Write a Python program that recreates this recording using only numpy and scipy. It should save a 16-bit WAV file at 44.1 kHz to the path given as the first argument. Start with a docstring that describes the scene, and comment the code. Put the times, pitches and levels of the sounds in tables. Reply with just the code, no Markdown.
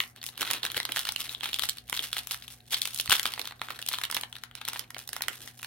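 """Over a wooden table in a small quiet room, fingers crinkle and tear a foil-lined candy wrapper near a stereo mic.
Snaps and a dense rustle of small creases share one buckle model: noise bursts (crack, pop, treble) and a damped ring.
Each squeeze drives the rustle and a dull rub of filtered noise; hand bumps on the table are damped 100 Hz sines.
The room answers with decaying noise tails; behind lie shaped room-tone noise, unsteady hum sines and a 57 Hz drone."""
import sys
import numpy as np
from scipy import signal
from scipy.fft import rfft, irfft, next_fast_len
from scipy.io import wavfile
from scipy.ndimage import map_coordinates

SR = 44100
rng = np.random.default_rng(int(sys.argv[2]) if len(sys.argv) > 2 else 0)


def ratio_of_db(decibels):
    """Turn decibels (scalar or array-like) into linear amplitude factors; 0 dB maps to 1."""
    return 10 ** (np.asarray(decibels, float) / 20)


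def to_wav(s):
    """Save 16-bit WAV."""
    ch = np.atleast_2d(s).T  # columns
    pcm = np.round(np.clip(ch, -1, 1) * 32767)  # PCM
    wavfile.write(sys.argv[1], SR, pcm.astype(np.int16))


N = 249606

# loud creases: t/s, crack level/dB, panel f/Hz, pop level/dB re crack, treble level/dB re crack
SNAPS = [(.0036,-18.5,1910,-2,-22),(0.0376,-35,2960,-7,-21),(.1621,-47.5,4300,-2.5,1),(.216,-38.5,4400,-15,-26),(0.2295,-40,1930,-3,3.5),(.2403,-36,2020,-7,4.5),
         (.265,-33.5,3060,-28,2.5),(.289,-36.5,3980,-6.5,-7),(0.3777,-36,3040,-4.5,1.5),(0.41,-30,2960,-2,5),(.429,-24.5,1370,-5,-7),(0.5035,-26,1350,-5,-5),
         (0.5115,-26.5,1030,-1,4.5),(.534,-26,2770,-4,3),(0.6326,-24.5,4300,-15,-43),(0.6515,-31,1540,2.5,5),(0.6643,-28.5,3900,-5,-4.5),(0.7015,-34,4200,-6.5,-16),
         (0.7177,-33.5,3400,-7.5,1.5),(0.7456,-31.5,3120,-1.5,-19),(0.767,-25.5,3280,-6,-6),(.77,-26.5,3380,-8,0),(0.7782,-25.5,2080,-19,-6),(0.8018,-23,2010,-10.5,-6),
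         (0.8306,-34,3240,-25,-2),(0.8531,-21.5,3870,-12.5,-7.5),(0.8915,-33,1990,1,-16),(.921,-26,3070,-13,-1),(0.9621,-23.5,1800,-5.5,-4),(0.9704,-25,1830,-2,-1.5),
         (0.984,-27.5,2970,-16,-15),(0.9927,-28.5,3230,-8,5.5),(1.0527,-27.5,2970,-7,-3.5),(1.071,-31.5,1800,-2.5,-14),(1.09,-21.5,3450,-8,-5.5),
         (1.1222,-43.5,1650,1,16),(1.1621,-22.5,3030,-19,-9),(1.205,-30.5,3300,-11,2),(1.294,-30,3900,-26,-20),(1.3491,-29.5,3360,-18,-28),
         (1.409,-33,3260,-8.5,-28),(1.4337,-30,1270,-1.5,-4),(1.4431,-28.5,3640,-9,-8),(1.4578,-28.5,3230,-1,-21),(1.5317,-21,3650,-26,-27),
         (1.543,-24,3420,-15.5,-2),(1.5882,-29,1390,-6.5,-8),(1.5947,-25.5,3460,-5.5,-2),(1.6222,-27,3900,-12,-5),(1.636,-24.5,3900,-3,-19),(1.6893,-25.5,2990,-10,-2),
         (1.695,-24,4460,-19.5,3),(1.7718,-45,3570,-3,3),(1.784,-32.5,4300,-16.5,-11),(1.898,-32.5,1710,-5.5,3.5),(1.9279,-30,1060,7.5,-2),(1.9742,-27,3780,-9,-20),(1.993,-22,3360,-20,-15),
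         (2.04,-31.5,3260,-9.5,-22),(2.13,-24,3400,-12,-2.5),(2.1669,-29,1790,1,-28),(2.1825,-26.5,3150,-15,-7),(2.272,-35,3130,-4.5,4.5),
         (2.3107,-27,4260,-8.5,-1),(2.315,-33.5,1590,-7,0),(2.3449,-33.5,1600,-4.5,-1.5),(2.4237,-39.5,4420,-9.5,-26),(2.4804,-37.5,3100,-11,-3),(2.605,-46,3630,-37,-27.5),(2.679,-62,3600,-17,-1),(2.733,-24,3600,-7,-34),
         (2.7446,-17,4450,-14.5,-34),(2.818,-21.5,4330,-43,-1.5),(2.855,-25.5,2670,-8,0),(2.8745,-33,4010,-6,3),(2.9339,-41,4170,-22,2),(2.946,-37,4240,-24,10.5),
         (2.9611,-34.5,3930,-18,2),(2.976,-36,4140,-16,5),(2.988,-34,3900,-25,2),(2.999,-18,3150,-23,-8),(3.0022,-34.5,3800,-21,8.5),(3.0107,-35,4100,-26,8),
         (3.0589,-33.5,4440,-6.5,-1),(3.0766,-31,1890,-5,-23),(3.097,-22,1260,-7,3.5),(3.1068,-18,2870,-7,-6),(3.1187,-13.5,4300,-5,-26),
         (3.1242,-16,2280,0,-5),(3.1283,-20.5,1480,-2.5,-1.5),(3.153,-17.5,3600,-13,-22),(3.1963,-20,1996,-10,-3.5),(3.2117,-43,3480,-11,-8),(3.231,-37.5,3250,-5,11.5),
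         (3.256,-20,1480,-3,-7),(3.2646,-25.5,3160,-25,-5),(3.3376,-28,4400,-9,-4),(3.378,-41,915,6.5,-10),(3.3949,-27,800,-6,-3.5),(3.4157,-29.5,4000,-16,-5),
         (3.445,-46,900,4,-12),(3.4552,-35.5,3420,-6,-2.5),(3.4744,-28.5,3370,-13,-1.5),(3.51,-38,980,-1.5,-17),(3.5223,-41,1150,0,-10),(3.595,-45,780,-7,-32),(3.6165,-27.5,1360,1,-8),(3.686,-37,1500,0.5,-20),
         (3.7052,-35.5,1280,5,-4),(3.791,-34.5,1750,-3.5,-3),(3.8171,-37.5,3020,-26,3),(3.826,-29,2900,-30,-14),(3.864,-34.5,3060,-25,4.5),(3.876,-30.5,4200,-34,-9),
         (3.888,-25,4000,-13,5.5),(3.915,-36.5,1200,1.5,-8),(3.931,-32,4250,-8,2.5),(3.938,-26,4300,-1.5,-18),(3.944,-24.5,1130,-15.5,-15),(3.9862,-27,1010,-7.5,-7.5),(4.0152,-34,1480,0,-0.5),
         (4.0372,-25.5,4070,-6,0.5),(4.042,-28,3630,-6,-7),(4.052,-29.5,2930,-10,-2.5),(4.1006,-39,1310,6,2),(4.113,-37,3300,-24,11.5),(4.1255,-35,1350,3.5,-1),
         (4.1465,-27.5,3180,-22,5),(4.1503,-29,3260,-6,-8),(4.1672,-24,1690,0.5,-6),(4.1726,-27,2300,-26,-26),(4.212,-33,3220,-16,1),
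         (4.235,-26.5,3070,-4,-11),(4.3277,-37.5,3370,-8,-5),(4.3547,-34.5,1940,-12,-20),(4.3656,-40,3750,-1,-5),(4.437,-33,1860,-5,-2.5),(4.5126,-47,1660,3.5,-19),
         (4.553,-37.5,3020,-4,0),(4.615,-33,1370,-4,-13),(4.652,-30.5,3220,-9.5,-3.5),(4.6792,-31.5,1650,-3,0),(4.6859,-32,1040,1,9),(4.7333,-37.5,1330,0,6.5),
         (4.7601,-38.5,1860,7,-9),(4.7642,-40,2900,0,-19),(4.794,-33,3350,-13,6),(4.9054,-43.5,1390,3,5.5),(4.946,-34.5,2210,-20,-9),(4.966,-46.5,710,11,-15),
         (4.9832,-43,3960,-6,8.5),(4.9908,-40,1540,-1,3),(5.0763,-40.5,3860,-15,8),(5.091,-35.5,1580,-6,3.5),(5.1316,-32.5,1860,-5,5.5),(5.1654,-33.5,1900,2.5,3.5),
         (5.2083,-49.5,1410,18.5,-22),(5.2213,-27.5,4070,-5.5,5),(5.238,-34,3600,-4,-20),(5.2835,-26.5,2010,2,-1.5),(5.476,-38,2010,-5.5,-2),
         (5.5945,-48,2710,0,-7),(5.63,-42,1490,6,8.5),(5.6461,-32,1500,-6,-4)]
# finger squeezes: peak t/s, rustle level/dB, fade/(dB/s), foil hiss level/dB re rustle, dull rub level/dB re rustle
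SQUEEZES = [(0.0, -45.5, 247, 7.5, -16), (.173, -52.5, 333, -25, -10), (.24, -55, 140, -19, -18),
            (.278, -49.5, 400, 7, -22), (.35, -52, 200, -22, -2), (0.418, -26.5, 171, -9, -8.5),
            (.5, -35.5, 205, -17, -4), (0.546, -27, 410, -10, -12), (0.652, -29.5, 315, -10.5, -8),
            (0.777, -32.5, 420, -7, -4), (.898, -40, 200, -18, -5.5), (0.979, -31, 207, -4.5, -18),
            (1.087, -33, 285, -8, -41), (1.21, -33, 116, -4, -16), (1.31, -43, 124, -5, -12),
            (1.448, -33.5, 146, -8.5, -18), (1.56, -33.5, 102, -3, -31), (1.637, -30.5, 400, -4, -41),
            (1.753, -64, 217, -25, -21), (1.922, -30, 139, -5, -29), (1.999, -36.5, 121, -2, -12),
            (2.14, -41.5, 214, -4.5, -22), (2.186, -31.5, 376, -5, -23), (2.326, -35.5, 266, -2.5, -29),
            (2.44, -50.5, 150, -3, -19), (2.501, -46.5, 208, 0.5, -16), (2.727, -30.5, 153, -5.5, -27),
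            (2.841, -37.5, 123, -4.5, -28), (2.95, -51, 128, 8.5, -11), (3.007, -53, 330, -1, -21),
            (3.118, -19, 246, -5, -24), (3.266, -32, 137, -7.5, -20), (3.39, -39.5, 141, -7, -9.5),
            (3.481, -46, 290, -23, -17), (3.632, -45.5, 220, -6, -22), (3.715, -39.5, 208, -9, -6),
            (3.8, -56, 100, 0, -12), (3.93, -30.5, 280, -9, -31), (4.0, -55, 122, 2, -18),
            (4.091, -43, 180, -3, -23), (4.164, -55.5, 142, 10, 9), (4.363, -46, 147, -8.5, -13),
            (4.58, -48, 137, -19, -10), (4.691, -38.5, 140, -16, -12), (4.75, -41, 202, -5, -20),
            (4.804, -44, 320, -16, -5.5), (5.005, -41.5, 376, -3, -19), (5.155, -40.5, 400, -7, -12),
            (5.268, -45, 132, -13, 0), (5.34, -45, 114, -1.5, -23), (5.409, -42.5, 160, 0, -8.5),
            (5.601, -48.5, 120, 3, -22)]
# hand bumps on the table: t/s, level/dB
BUMPS = [(0.765, -40), (1.92, -56), (3.091, -31)]
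# crack colour: f/Hz, relative level/dB
CRACK_COLOUR = [(900, -46.5), (1900, -20.5), (2800, 0.5), (3400, 6.5), (4300, 3), (5000, -10.5),
                (7000, -17.5)]
# low pop colour: f/Hz, relative level/dB
POP_COLOUR = [(150, -27), (400, -25), (800, -2.5), (1400, 2.5), (2000, 2.5), (3000, -1.5), (5000, -24)]
# foil treble colour: f/Hz, relative level/dB
TREBLE_COLOUR = [(3500, -17), (5200, -1), (7400, -6.5), (9000, -2), (12500, -4.5), (15500, -9.5),
                 (17000, 0)]
# colour of skin and candy shifting in the hand: f/Hz, relative level/dB
RUB_COLOUR = [(120, -22.5), (250, -1.5), (420, -0.5), (700, -6.5), (1200, -19)]
# room decay: f/Hz, t60/s
ROOM_T60 = [(300, 0.25), (1500, 0.26), (3500, 0.12), (9000, 0.12), (16000, 0.051)]
# appliance hum: f/Hz, level/dB rms before wobble
HUM = [(120, -61), (240, -68.5), (733, -75.5)]
# low drone that swells and sinks: t/s, level/dB rms
DRONE = [(0, -87), (.6, -78), (1.3, -64), (2.5, -65), (3.2, -83), (5.66, -88)]
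# room tone colour: f/Hz, relative density/dB per Hz
AIR_COLOUR = [(26, -62), (45, 13.5), (154, 6), (566, -7.5), (818, -1.5), (1180, -62), (1550, -4.5),
              (3660, -39.5), (7290, -50), (9090, -40), (16000, -34)]
# room tone left-right likeness: f/Hz, correlation/1
AIR_ALIKE = [(60, 0.94), (300, 0.58), (2000, 0.096), (8000, .1)]
# lag of the right port: f/Hz, delay/samples
PORT_LAG = [(3000, 1.79), (6000, 2.39), (12000, 0.54)]
# overall band limits, lows fading below 48 Hz and a steep cutoff at 16 kHz: f/Hz, gain/dB
BAND_LIMITS = [(25, -35), (48, -2.5), (15850, 2.5), (16050, -28), (17000, -36)]

LEAD_SAMPLES = 100  # creak before a crease gives way
SNAP_PAN_DB, PAN_SCATTER_DB = -0.5, 4.5  # left re right: mean, scatter
SWELL_DB_PER_S = 469  # build-up of a squeeze
RESTING_RUB_DB = -67.5  # hands at rest, re the squeeze rub scale


def unit(x):
    """Rows scaled to rms 1."""
    return x / np.sqrt(np.mean(x ** 2, axis=-1, keepdims=True) + 1e-20)


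def along(points, hz):
    """(Hz, value) points interpolated on a log-frequency axis."""
    f, v = np.transpose(points)
    return np.interp(np.log(hz + 1), np.log(f + 1), v)


def wobble(rate_hz):
    """Smooth random curve with rate_hz knots a second."""
    knots = rng.standard_normal(int(N * rate_hz / SR) + 4)
    return map_coordinates(knots, [np.arange(N) * rate_hz / SR])


def causal(x, colour):
    """x through a minimum-phase filter of energy 1, built by folding the cepstrum."""
    size = 2048
    cepstrum = irfft(np.log(ratio_of_db(along(colour, np.fft.rfftfreq(size, 1 / SR)))))
    cepstrum[1:size // 2] *= 2
    cepstrum[size // 2 + 1:] = 0
    kernel = irfft(np.exp(rfft(cepstrum)))[:x.shape[-1]]
    kernel = kernel / np.linalg.norm(kernel)
    rows = x.reshape(-1, x.shape[-1])
    heard = signal.fftconvolve(rows, kernel[None], axes=-1)
    return heard[:, :x.shape[-1]].reshape(x.shape)


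def laid(start_s, shapes):
    """Stereo shapes (2, events, samples) summed at their start times."""
    first = np.round(start_s * SR).astype(int)
    at = (first[:, None] + np.arange(shapes.shape[-1])).ravel()
    return np.array([np.bincount(at, side.ravel(), N + SR)[:N] for side in shapes])


def snaps():
    """Loud creases, each panned to its own spot on the wrapper."""
    pan_db = SNAP_PAN_DB + PAN_SCATTER_DB * rng.standard_normal(len(SNAPS))
    return creases(*np.transpose(SNAPS), pan_db)


def rustle(count=4200):
    """Countless small creases, clumped in time, louder as the fingers press."""
    clumps = np.cumsum(ratio_of_db(4.6 * wobble(45)))
    when = rng.random(count)
    size, pitch, low, high, pan = rng.standard_normal((5, count))
    when_s = np.interp(when, clumps / clumps[-1], np.arange(N) / SR)
    body_db, foil_db, rub_db = pressure(when_s)
    crack_db = body_db - 10.5 + 5.2 * np.clip(size, -3, 2.1)
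    panel_hz = np.clip(3200 * np.exp(.25 * pitch), 500, 8000)
    pop_db = -3.5 + 0.34 * (rub_db - body_db) + 4 * low  # more rub, more pop
    treble_db = foil_db - body_db + 4.5 + 3 * high
    return creases(when_s, crack_db, panel_hz, pop_db, treble_db, 3 * pan)


def creases(at_s, crack_db, panel_hz, pop_db, treble_db, pan_db):
    """Each buckle kicks the film: a crack with a ringing panel, a duller pop and a spit of treble."""
    t = (np.arange(400) - LEAD_SAMPLES) / SR
    start_s = np.maximum(at_s - LEAD_SAMPLES / SR, 0)
    haste = np.exp(.3 * rng.standard_normal((len(at_s), 1)))  # some creases give way faster
    side = ratio_of_db(np.array([pan_db, -pan_db]) / 2)[..., None]

    def burst(db, t60_s, alike, colour):
        """Coloured noise bursts at the given levels."""
        noise = bursts(len(at_s), t * haste, 0.0046, t60_s, alike)
        return ratio_of_db(db)[:, None] * unit(causal(noise, colour))

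    # heavily damped film
    ring = unit(np.sin(2 * np.pi * panel_hz[:, None] * t) * ratio_of_db(-60 * t / .009) * (t > 0))
    ring_db = crack_db + np.where(panel_hz < 2000, pop_db, 0)  # a low panel belongs to the pop
    panel = side * ratio_of_db(ring_db - 11)[:, None] * ring
    crack = side * burst(crack_db - 9.0, 0.0046, 0.65, CRACK_COLOUR)
    pop = burst(crack_db + pop_db - 6.5, 0.012, 0.89, POP_COLOUR)
    spit = side * burst(crack_db + treble_db - 5.5, 0.007, 0.46, TREBLE_COLOUR)
    return laid(start_s, crack + panel + pop + spit)


def bursts(count, t, rise_s, t60_s, alike):
    """Noise for both ports, partly shared, swelling 60 dB per rise_s up to t = 0, then dying."""
    shared, left, right = np.moveaxis(rng.standard_normal((count, 3, t.shape[-1])), 1, 0)
    share = np.clip(alike, 0, 1)
    pair = np.sqrt(share) * shared + np.sqrt(1 - share) * np.array([left, right])
    return pair * ratio_of_db(np.minimum(60 * t / rise_s, -60 * t / t60_s))


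def pressure(t):
    """Rustle, foil hiss and rub in dB at times t: each squeeze swells and fades, and powers add."""
    peak_s, db, fade, foil_db, rub_db = np.transpose(SQUEEZES)[..., None]
    shape_db = db + np.minimum((t - peak_s) * SWELL_DB_PER_S, (peak_s - t) * fade)
    powers = [np.sum(ratio_of_db(2 * (shape_db + extra_db)), axis=0) for extra_db in (0, foil_db, rub_db)]
    return [10 * np.log10(power + 1e-12) for power in powers]


def rub():
    """Dull, lumpy handling noise under the crackle, following the squeezes."""
    grid_s = np.arange(0, N + 100, 100) / SR
    grid_level = np.hypot(ratio_of_db(pressure(grid_s)[2]), ratio_of_db(RESTING_RUB_DB))
    level = np.interp(np.arange(N) / SR, grid_s, grid_level)
    shared, left, right = rng.standard_normal((3, N))
    noise = unit(causal(shared + 0.71 * np.array([left, right]), RUB_COLOUR))
    return noise * level * ratio_of_db(-6.0 + 4.4 * wobble(60))


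def bumps():
    """Soft pushes on the table top: a damped 100 Hz sine with a rounded onset."""
    at_s, db = np.transpose(BUMPS)
    t = np.arange(SR // 10) / SR
    push = np.sin(2 * np.pi * 100 * t) * (1 - np.exp(-t / 0.0015)) * ratio_of_db(-60 * t / 0.019)
    return laid(at_s, np.tile(ratio_of_db(db + 10.5)[:, None] * push, (2, 1, 1)))


def room(x, piece=8192):
    """Diffuse answer of the walls: a fresh decaying noise tail for each piece of x."""
    delay = 220  # samples, 5 ms
    out = np.zeros((2, N + SR))
    for start in range(0, N, piece):
        hz, t, z = signal.stft(rng.standard_normal((2, SR // 3)), SR, nperseg=256)
        decay = ratio_of_db(-60 * t / along(ROOM_T60, hz)[:, None])
        tail = signal.istft(z * decay, SR, nperseg=256)[1]
        wet = signal.fftconvolve(x[:, start:start + piece], tail / np.linalg.norm(tail[0]), axes=1)
        out[:, start + delay:][:, :wet.shape[1]] += wet
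    return out[:, :N]


def background():
    """Room tone, appliance hum and low drone."""
    t = np.arange(N) / SR
    return room_tone() + hum(t) + drone(t)


def room_tone():
    """Coloured noise split into mid and side to set its left-right likeness."""
    size = next_fast_len(N)
    hz = np.fft.rfftfreq(size, 1 / SR)
    turn = np.arccos(np.clip(along(AIR_ALIKE, hz), -1, 1)) / 2
    shape = ratio_of_db(along(AIR_COLOUR, hz)) * [np.cos(turn), np.sin(turn)]
    mid, side = irfft(rfft(rng.standard_normal((2, size))) * shape, size)[:, :N]
    return ratio_of_db(-62.5) * unit(np.array([mid + side, mid - side]))


def hum(t):
    """Appliance sines, slightly unsteady in level and phase."""
    total = np.zeros(N)
    for f, db in HUM:
        level = np.sqrt(2) * ratio_of_db(db + 1.8 * wobble(30))
        total += level * np.sin(2 * np.pi * f * t + .5 * wobble(10))
    return total


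def drone(t):
    """A 57 Hz sine with wandering phase that swells and sinks."""
    level = np.sqrt(2) * ratio_of_db(np.interp(t, *np.transpose(DRONE)))
    return level * np.sin(2 * np.pi * 57 * t + 1.5 * wobble(6.1))


def scene():
    """The wrapper, its echo, the hands and the quiet room."""
    wrapper = snaps() + rustle()
    return wrapper + ratio_of_db(-10.5) * room(wrapper) + rub() + bumps() + background()


def low_pass(x):
    """Removes everything above the highest recorded frequency."""
    return signal.sosfilt(signal.butter(12, 17000, fs=SR, output="sos"), x)


def record(dry):
    """Sound reaches the right port a little later; lows fade below 48 Hz, a steep cutoff ends the top at 16 kHz."""
    size = next_fast_len(N)
    hz = np.fft.rfftfreq(size, 1 / SR)
    # half the lag each way: left early, right late
    delay = np.exp(1j * np.pi * hz / SR * along(PORT_LAG, hz) * [[1], [-1]])
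    heard = irfft(rfft(dry, size) * delay * ratio_of_db(along(BAND_LIMITS, hz)), size)[:, :N]
    return low_pass(heard)


dry = scene()
out = record(dry)
to_wav(out)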